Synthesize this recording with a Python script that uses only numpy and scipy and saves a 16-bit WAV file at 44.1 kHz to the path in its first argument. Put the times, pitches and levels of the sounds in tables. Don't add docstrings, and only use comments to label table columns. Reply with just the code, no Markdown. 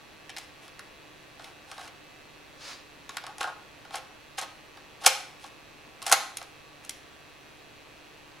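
import sys
import numpy as np
from scipy import signal
from scipy.fft import rfft, irfft
from scipy.io import wavfile

SR = 44100
rng = np.random.default_rng(int(sys.argv[2]) if len(sys.argv) > 2 else 0)


def pcm_store(signal):
    levels = np.round(np.clip(np.atleast_2d(signal), -1, 1) * 32767)
    wavfile.write(sys.argv[1], SR, levels.astype(np.int16).T)


N = 370440
DRUM_HZ = 149.9

# t/s, crack level/dB, kind of touch
CLICKS = [(0.294, -41, "click"), (0.3005, -43, "click"), (0.3645, -39, "click"), (0.3705, -37.5, "click"),
          (0.3825, -42, "snap"), (0.6795, -51.5, "tap"), (0.7928, -42.5, "tap"), (1.3955, -49.5, "knock"),
          (1.4432, -44, "click"), (1.7148, -42.5, "tap"), (1.7795, -44.5, "knock"), (1.8772, -47, "tap"),
          (3.0925, -39, "tap"), (3.1692, -32.5, "tap"), (3.2386, -44, "knock"), (3.2656, -40.5, "tap"),
          (3.382, -46.5, "slam"), (3.4075, -33.5, "knock"), (3.4105, -33.5, "tap"), (3.4297, -36, "tap"),
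          (3.44, -43.5, "clack"), (3.474, -48, "clack"), (3.8507, -51.5, "knock"), (3.9072, -47.5, "knock"),
          (3.9425, -38, "knock"), (3.9555, -40, "slam"), (4.381, -37.5, "knock"), (4.3875, -38.5, "snap"),
          (4.4135, -41, "slam"), (4.7722, -51, "knock"), (5.047, -40, "knock"), (5.059, -29.5, "snap"),
          (5.0626, -12, "snap"), (5.0743, -25, "slam"), (5.441, -45.5, "knock"), (6.0185, -42.5, "tap"),
          (6.0258, -43.5, "slam"), (6.0647, -31, "snap"), (6.079, -38, "snap"), (6.0963, -37.5, "slam"),
          (6.1135, -35, "clack"), (6.1155, -26, "slam"), (6.1237, -17.5, "slam"), (6.1275, -18.5, "snap"),
          (6.3706, -37, "latch"), (6.4143, -44.5, "knock"), (6.4274, -52, "slam"), (6.8485, -52, "latch"),
          (6.8938, -36.5, "latch")]
TOUCH = {"click": (-9, -14, -10, 0.0032), "tap": (-18, -1, -6, 0.0024), "knock": (3, 1.5, -13, 0.0026),
         "clack": (7, 14, -11, 0.003), "snap": (-4.5, -8, 1, 0.0045), "slam": (-0.5, -2, 2.5, 0.0027),
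         "latch": (-24, -26, 4, 0.0026)}


def clicks(responses, rise_s=0.00027, lasts_s=.0058, push=0.6):
    out = np.zeros((2, N))
    t = np.arange(2048) / SR
    push_shape = np.sin(np.pi * np.clip(t / .0007 - 1, 0, 1)) ** 2
    blow = np.outer([push, 0], push_shape)
    chatter = rng.standard_normal((len(CLICKS), 2, len(t)))
    for (start_s, db, kind), noise in zip(CLICKS, chatter):
        *parts_db, decay_s = TOUCH[kind]
        envelope = (1 - np.exp(-t / rise_s)) * np.exp(-t / decay_s)
        force = blow + noise * envelope
        add(out, start_s, contact(force, lasts_s, db, parts_db, responses))
    return out


# start t/s, end t/s, scrape level/dB, way of sliding
SLIDES = [(0.39, 0.46, -57, "light"), (0.61, 0.68, -58.5, "light"), (1.38, 1.53, -56, "firm"),
          (1.66, 1.79, -53.5, "firm"), (1.76, 1.9, -50, "firm"), (3.08, 3.2, -57, "firm"),
          (3.23, 3.34, -61.5, "hollow"), (3.385, 3.46, -45.5, "firm"), (3.42, 3.521, -52, "hollow"),
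          (3.915, 3.997, -43, "firm"), (4.371, 4.407, -36, "light"), (4.393, 4.457, -42, "firm"),
          (5.0, 5.06, -47.5, "firm"), (5.035, 5.066, -37.5, "firm"), (5.39, 5.5, -54, "light"),
          (6.012, 6.067, -53, "firm"), (6.049, 6.135, -39, "firm"), (6.375, 6.41, -56, "firm"),
          (6.82, 6.89, -59, "light")]
RUB = {"light": (-6, -6, -3), "firm": (1.5, -0.5, -5.5), "hollow": (15, 11, -6)}


def slides(responses, slips_per_s=1600, slip_db=4.5, smooth=0.27, fullness=0.36):
    out = np.zeros((2, N))
    caught = rng.random(N) < slips_per_s / SR
    catch_gain = amp(slip_db * np.minimum(rng.exponential(1, N), 3))
    friction = (caught * catch_gain + smooth) * rng.standard_normal((2, N))
    for start_s, end_s, db, kind in SLIDES:
        force = friction[:, round(start_s * SR):round(end_s * SR)]
        stroke = np.sin(np.linspace(0, np.pi, force.shape[1]))
        lasts_s = fullness * len(stroke) / SR
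        add(out, start_s, contact(force * stroke, lasts_s, db, RUB[kind], responses))
    return out


# t/s, level/dB rms
JOLTS = [(5.063, -41.5)]
# f/Hz, level/dB
JOLT_COLOUR = [(15, -4), (40, -2), (90, -2.5), (190, -20.5), (300, 2), (400, -1), (540, 15.5), (700, -2.5),
               (1500, -44.5), (4000, -72)]


def jolts(decay_s=0.013):
    out = np.zeros((2, N))
    t = np.arange(2048) / SR
    for start_s, db in JOLTS:
        dying_noise = rng.standard_normal(len(t)) * np.exp(-t / decay_s)
        push = np.convolve(dying_noise, causal(JOLT_COLOUR, size=2048))[:len(t)]
        add(out, start_s, amp(db) * np.array([unit(push)] * 2))
    return out


# t/s, level/dB
BRUSH = [(2.56, -71), (2.615, -48.5), (2.65, -45), (2.69, -42), (2.725, -44.5), (2.755, -53.5), (2.82, -64)]
# f/Hz, level/dB
BRUSH_COLOUR = [(150, -23), (350, -11), (800, -7.5), (1500, -3.5), (2900, -8), (4600, -2), (6000, -8),
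                (7200, -10.5), (8200, -18.5), (9600, -15), (12500, -29.5), (16000, -32)]


def brush(side_db=-10, patchy_db=0.7):
    times_s, levels_db = np.transpose(BRUSH)
    level_db = np.interp(np.arange(N) / SR, times_s, levels_db, left=-120, right=-120)
    level_db = level_db + patchy_db * drift(90)
    swish = unit(colour(rng.standard_normal((2, N)), BRUSH_COLOUR))
    return amp(level_db) * spread(swish, side_db)


# f/Hz, level/dB
CRACK = [(30, -25.5), (200, -48), (600, -18), (1200, -11.5), (1700, 2), (2200, 1), (2700, 1.5), (3600, 2),
         (5600, -3), (6800, -21.5), (9000, -44.5)]
# f/Hz, width f/Hz, level/dB re the crack
FRAME = [(1834, 32, -23), (2119, 22, -19.5), (2327, 40, -20), (3850, 28, -23), (4190, 26, -21.5),
         (5070, 35, -19.5), (6350, 70, -20), (7940, 65, -18.5), (10000, 70, -23)]
# f/Hz, width f/Hz, level/dB
CASE = [(315, 80, -20.5), (522, 40.5, -5), (648, 110.5, -2.5), (810, 73, 7.5), (934, 70.3, -2)]
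# f/Hz, width f/Hz, level/dB
PANELS = [(1093, 82, -1), (1180, 170, -6), (1258, 70, -1.5), (1437, 60, -4.5), (1595, 64, -4.5)]
# f/Hz, level/dB
EDGE = [(3500, -49.5), (5400, -5.5), (6300, 0.5), (7400, -2.5), (8300, -1), (10200, -1), (12000, -10.5),
        (14000, -17), (16000, -29)]


def plastic():
    t = np.arange(2048) / SR
    crack = unit(causal(CRACK, size=2048))
    rings = 0
    for hz, width_hz, db in FRAME:
        ring = np.exp(-np.pi * width_hz * t) * np.sin(2 * np.pi * hz * t)
        rings = rings + amp(db) * unit(ring)
    return crack + rings, modes(CASE), modes(PANELS), causal(EDGE)


def modes(table):
    t = np.arange(2048) / SR
    ring = 0
    for k, (hz, width_hz, db) in enumerate(table):
        sign = (-1) ** k
        damped = np.exp(-np.pi * width_hz * t) * np.sin(2 * np.pi * hz * t)
        ring = ring + sign * amp(db) * width_hz * damped
    edges_hz = [.8 * table[0][0], 1.25 * table[-1][0]]
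    skirts = signal.butter(2, edges_hz, "bandpass", fs=SR, output="sos")
    return signal.sosfilt(skirts, ring)


def contact(force, lasts_s, db, parts_db, responses, sides_db=(-15, -25, -18, -11)):
    out = 0
    length = force.shape[1] + 2048
    padded = np.pad(force, ((0, 0), (0, 2048)))
    for part_db, response, side_db in zip([0, *parts_db], responses, sides_db):
        ring = signal.fftconvolve(padded, response[None], axes=1)[:, :length]
        energy = np.sum(ring ** 2, axis=1, keepdims=True)
        ring *= np.sqrt(lasts_s * SR / (energy + 1e-20))
        out = out + amp(db + part_db) * spread(ring, side_db)
    return out


def room(x, steady=.55):
    high = colour(x, [(1, -80), (1300, -40), (1700, 0), (20000, 0)])
    turn = 2 * np.pi * 130 * np.arange(N) / SR
    flicker = np.sqrt(1 - steady ** 2) * high
    feeds = x - (1 - steady) * high, flicker * np.cos(turn), flicker * np.sin(turn)
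    return sum(signal.fftconvolve(feed, room_response(), axes=1)[:, :N] for feed in feeds)


# f/Hz, t/s
ROOM_T60 = [(200, 0.39), (900, .5), (2500, 0.48), (5500, 0.45), (10000, 0.44), (16000, 0.21)]
# f/Hz, level/dB
ROOM_COLOUR = [(100, -4.5), (500, 3), (780, -4), (950, 4), (1200, 1.5), (2500, 3), (5500, -1), (9000, -8),
               (16000, 4.5)]


def room_response(wet_db=-9.0, early_db=-14, echo_s=.0108, echo_decay_s=0.0028, build_s=0.0038, side_db=-8):
    t = np.arange(SR) / SR
    taps = rng.choice([-1., 1.], (2, SR)) * (rng.random((2, SR)) < 5000 / SR)
    hz, frame_s, z = signal.stft(taps, SR, nperseg=256)
    fall_db = 60 * frame_s / read(ROOM_T60, hz)[:, None]
    z = z * amp(read(ROOM_COLOUR, hz)[:, None] - fall_db)
    diffuse = signal.istft(z, SR, nperseg=256)[1][:, :SR]
    tail = diffuse * (1 - np.exp(-(t / build_s) ** 2))
    echo = diffuse * (t > echo_s) * np.exp(-abs(t - echo_s) / echo_decay_s)
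    tail = amp(wet_db) * tail / np.linalg.norm(tail[0])
    echo = amp(early_db) * echo / np.linalg.norm(echo[0])
    return spread(tail + echo, side_db)


def whine(waver_db=1.3, wander_rad=.6, trim_db=-1, port_phase_rad=.5):
    t = np.arange(N) / SR
    out = np.zeros((2, N))
    for hz, db in drive_lines():
        phase = 2 * np.pi * hz * t + wander_rad * drift(14)
        level = amp(db + trim_db + waver_db * drift(8.7))
        offset = port_phase_rad * rng.standard_normal((2, 1))
        out += level * np.sqrt(2) * np.sin(phase + offset)
    return out


# f/Hz, level/dB rms before the whine's trim
HUM = [(120, -72), (148, -71.5), (298, -66.5), (524, -73.5), (1141, -68), (3140, -73.5), (3365, -69),
       (4260, -75)]
# centre f/Hz, level/dB rms before the whine's trim, fall per sideband level/dB
WHINE = [(1873, -69.5, 1.5), (2622, -64.5, 3), (3819, -72, 7), (5769, -80, 1.5)]


def drive_lines(count=2):
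    lines = list(HUM)
    for hz, db, fall_db in WHINE:
        for k in range(-count, count + 1):
            lines.append((hz + k * DRUM_HZ, db - fall_db * abs(k)))
    return lines


# f/Hz, relative level/dB per Hz
HISS = [(20, -5.5), (60, -1.5), (130, -3.5), (200, -4.5), (320, -1), (800, -3.4), (1400, -6.5), (2500, -9),
        (3400, -12.5), (4300, -11), (5100, -17.5), (6300, -18), (7500, -21.0), (16000, -28)]
# f/Hz, correlation (1 = alike, 0 = unrelated)
HISS_SAME = [(60, 0.06), (130, 0.18), (290, 0.33), (640, 0.43), (1410, 0.17), (3100, 0.54), (6820, 0.17),
             (15000, -0.15)]
# f/Hz, left minus right level/dB
HISS_SIDE = [(60, -2.0), (110, -2.0), (200, -0.43), (380, -1.5), (700, -0.5), (1290, -1.5), (2380, -2.0),
             (4400, 0.0), (8120, -0.5), (15000, 0.5)]


def hiss(level_db=-54.08, throb=.2):
    hz = np.fft.rfftfreq(N, 1 / SR)
    a, b = rfft(rng.standard_normal((2, N)))
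    same = read(HISS_SAME, hz)
    right = same * a + np.sqrt(1 - same ** 2) * b
    balance = amp(np.outer([.5, -.5], read(HISS_SIDE, hz)))
    noise = colour(irfft(np.array([a, right]) * balance, N), HISS)
    upper = signal.sosfilt(signal.butter(1, 1200, "highpass", fs=SR, output="sos"), noise)
    turn = 2 * np.pi * DRUM_HZ * np.arange(N) / SR
    noise = noise + throb * upper * (np.cos(turn) + np.cos(2 * turn))
    return amp(level_db) * noise / np.std(noise.mean(0))


def amp(db):
    return 10 ** (np.asarray(db) / 20)


def unit(x):
    return x / np.sqrt(np.mean(x ** 2) + 1e-20)


def read(points, hz):
    f, value = np.transpose(points)
    return np.interp(np.log(hz + 1), np.log(f + 1), value)


def add(mix, start_s, sound):
    part = mix[:, round(start_s * SR):][:, :sound.shape[1]]
    part += sound[:, :part.shape[1]]


def colour(x, points):
    gain = amp(read(points, np.fft.rfftfreq(N, 1 / SR)))
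    return irfft(rfft(x) * gain, N)


def causal(points, size=1024):
    log_gain = np.log(amp(read(points, abs(np.fft.fftfreq(size, 1 / SR)))))
    return np.fft.ifft(np.exp(np.conj(signal.hilbert(log_gain)))).real


def drift(per_s):
    knots = rng.standard_normal(1024)
    return unit(np.interp(np.arange(N) / SR * per_s, np.arange(len(knots)), knots))


def spread(pair, side_db):
    mid, side = pair[0], amp(side_db) * pair[1]
    return np.array([mid + side, mid - side])


def scene():
    responses = plastic()
    handling = clicks(responses) + slides(responses) + jolts() + brush()
    return handling + room(handling) + hiss() + whine()


def record(dry):
    clipped = np.clip(dry, -.88, .88)
    low_pass = signal.firwin(601, 16050, window=("kaiser", 9), fs=SR)
    return signal.oaconvolve(clipped, low_pass[None], "same")


dry = scene()
out = record(dry)
pcm_store(out)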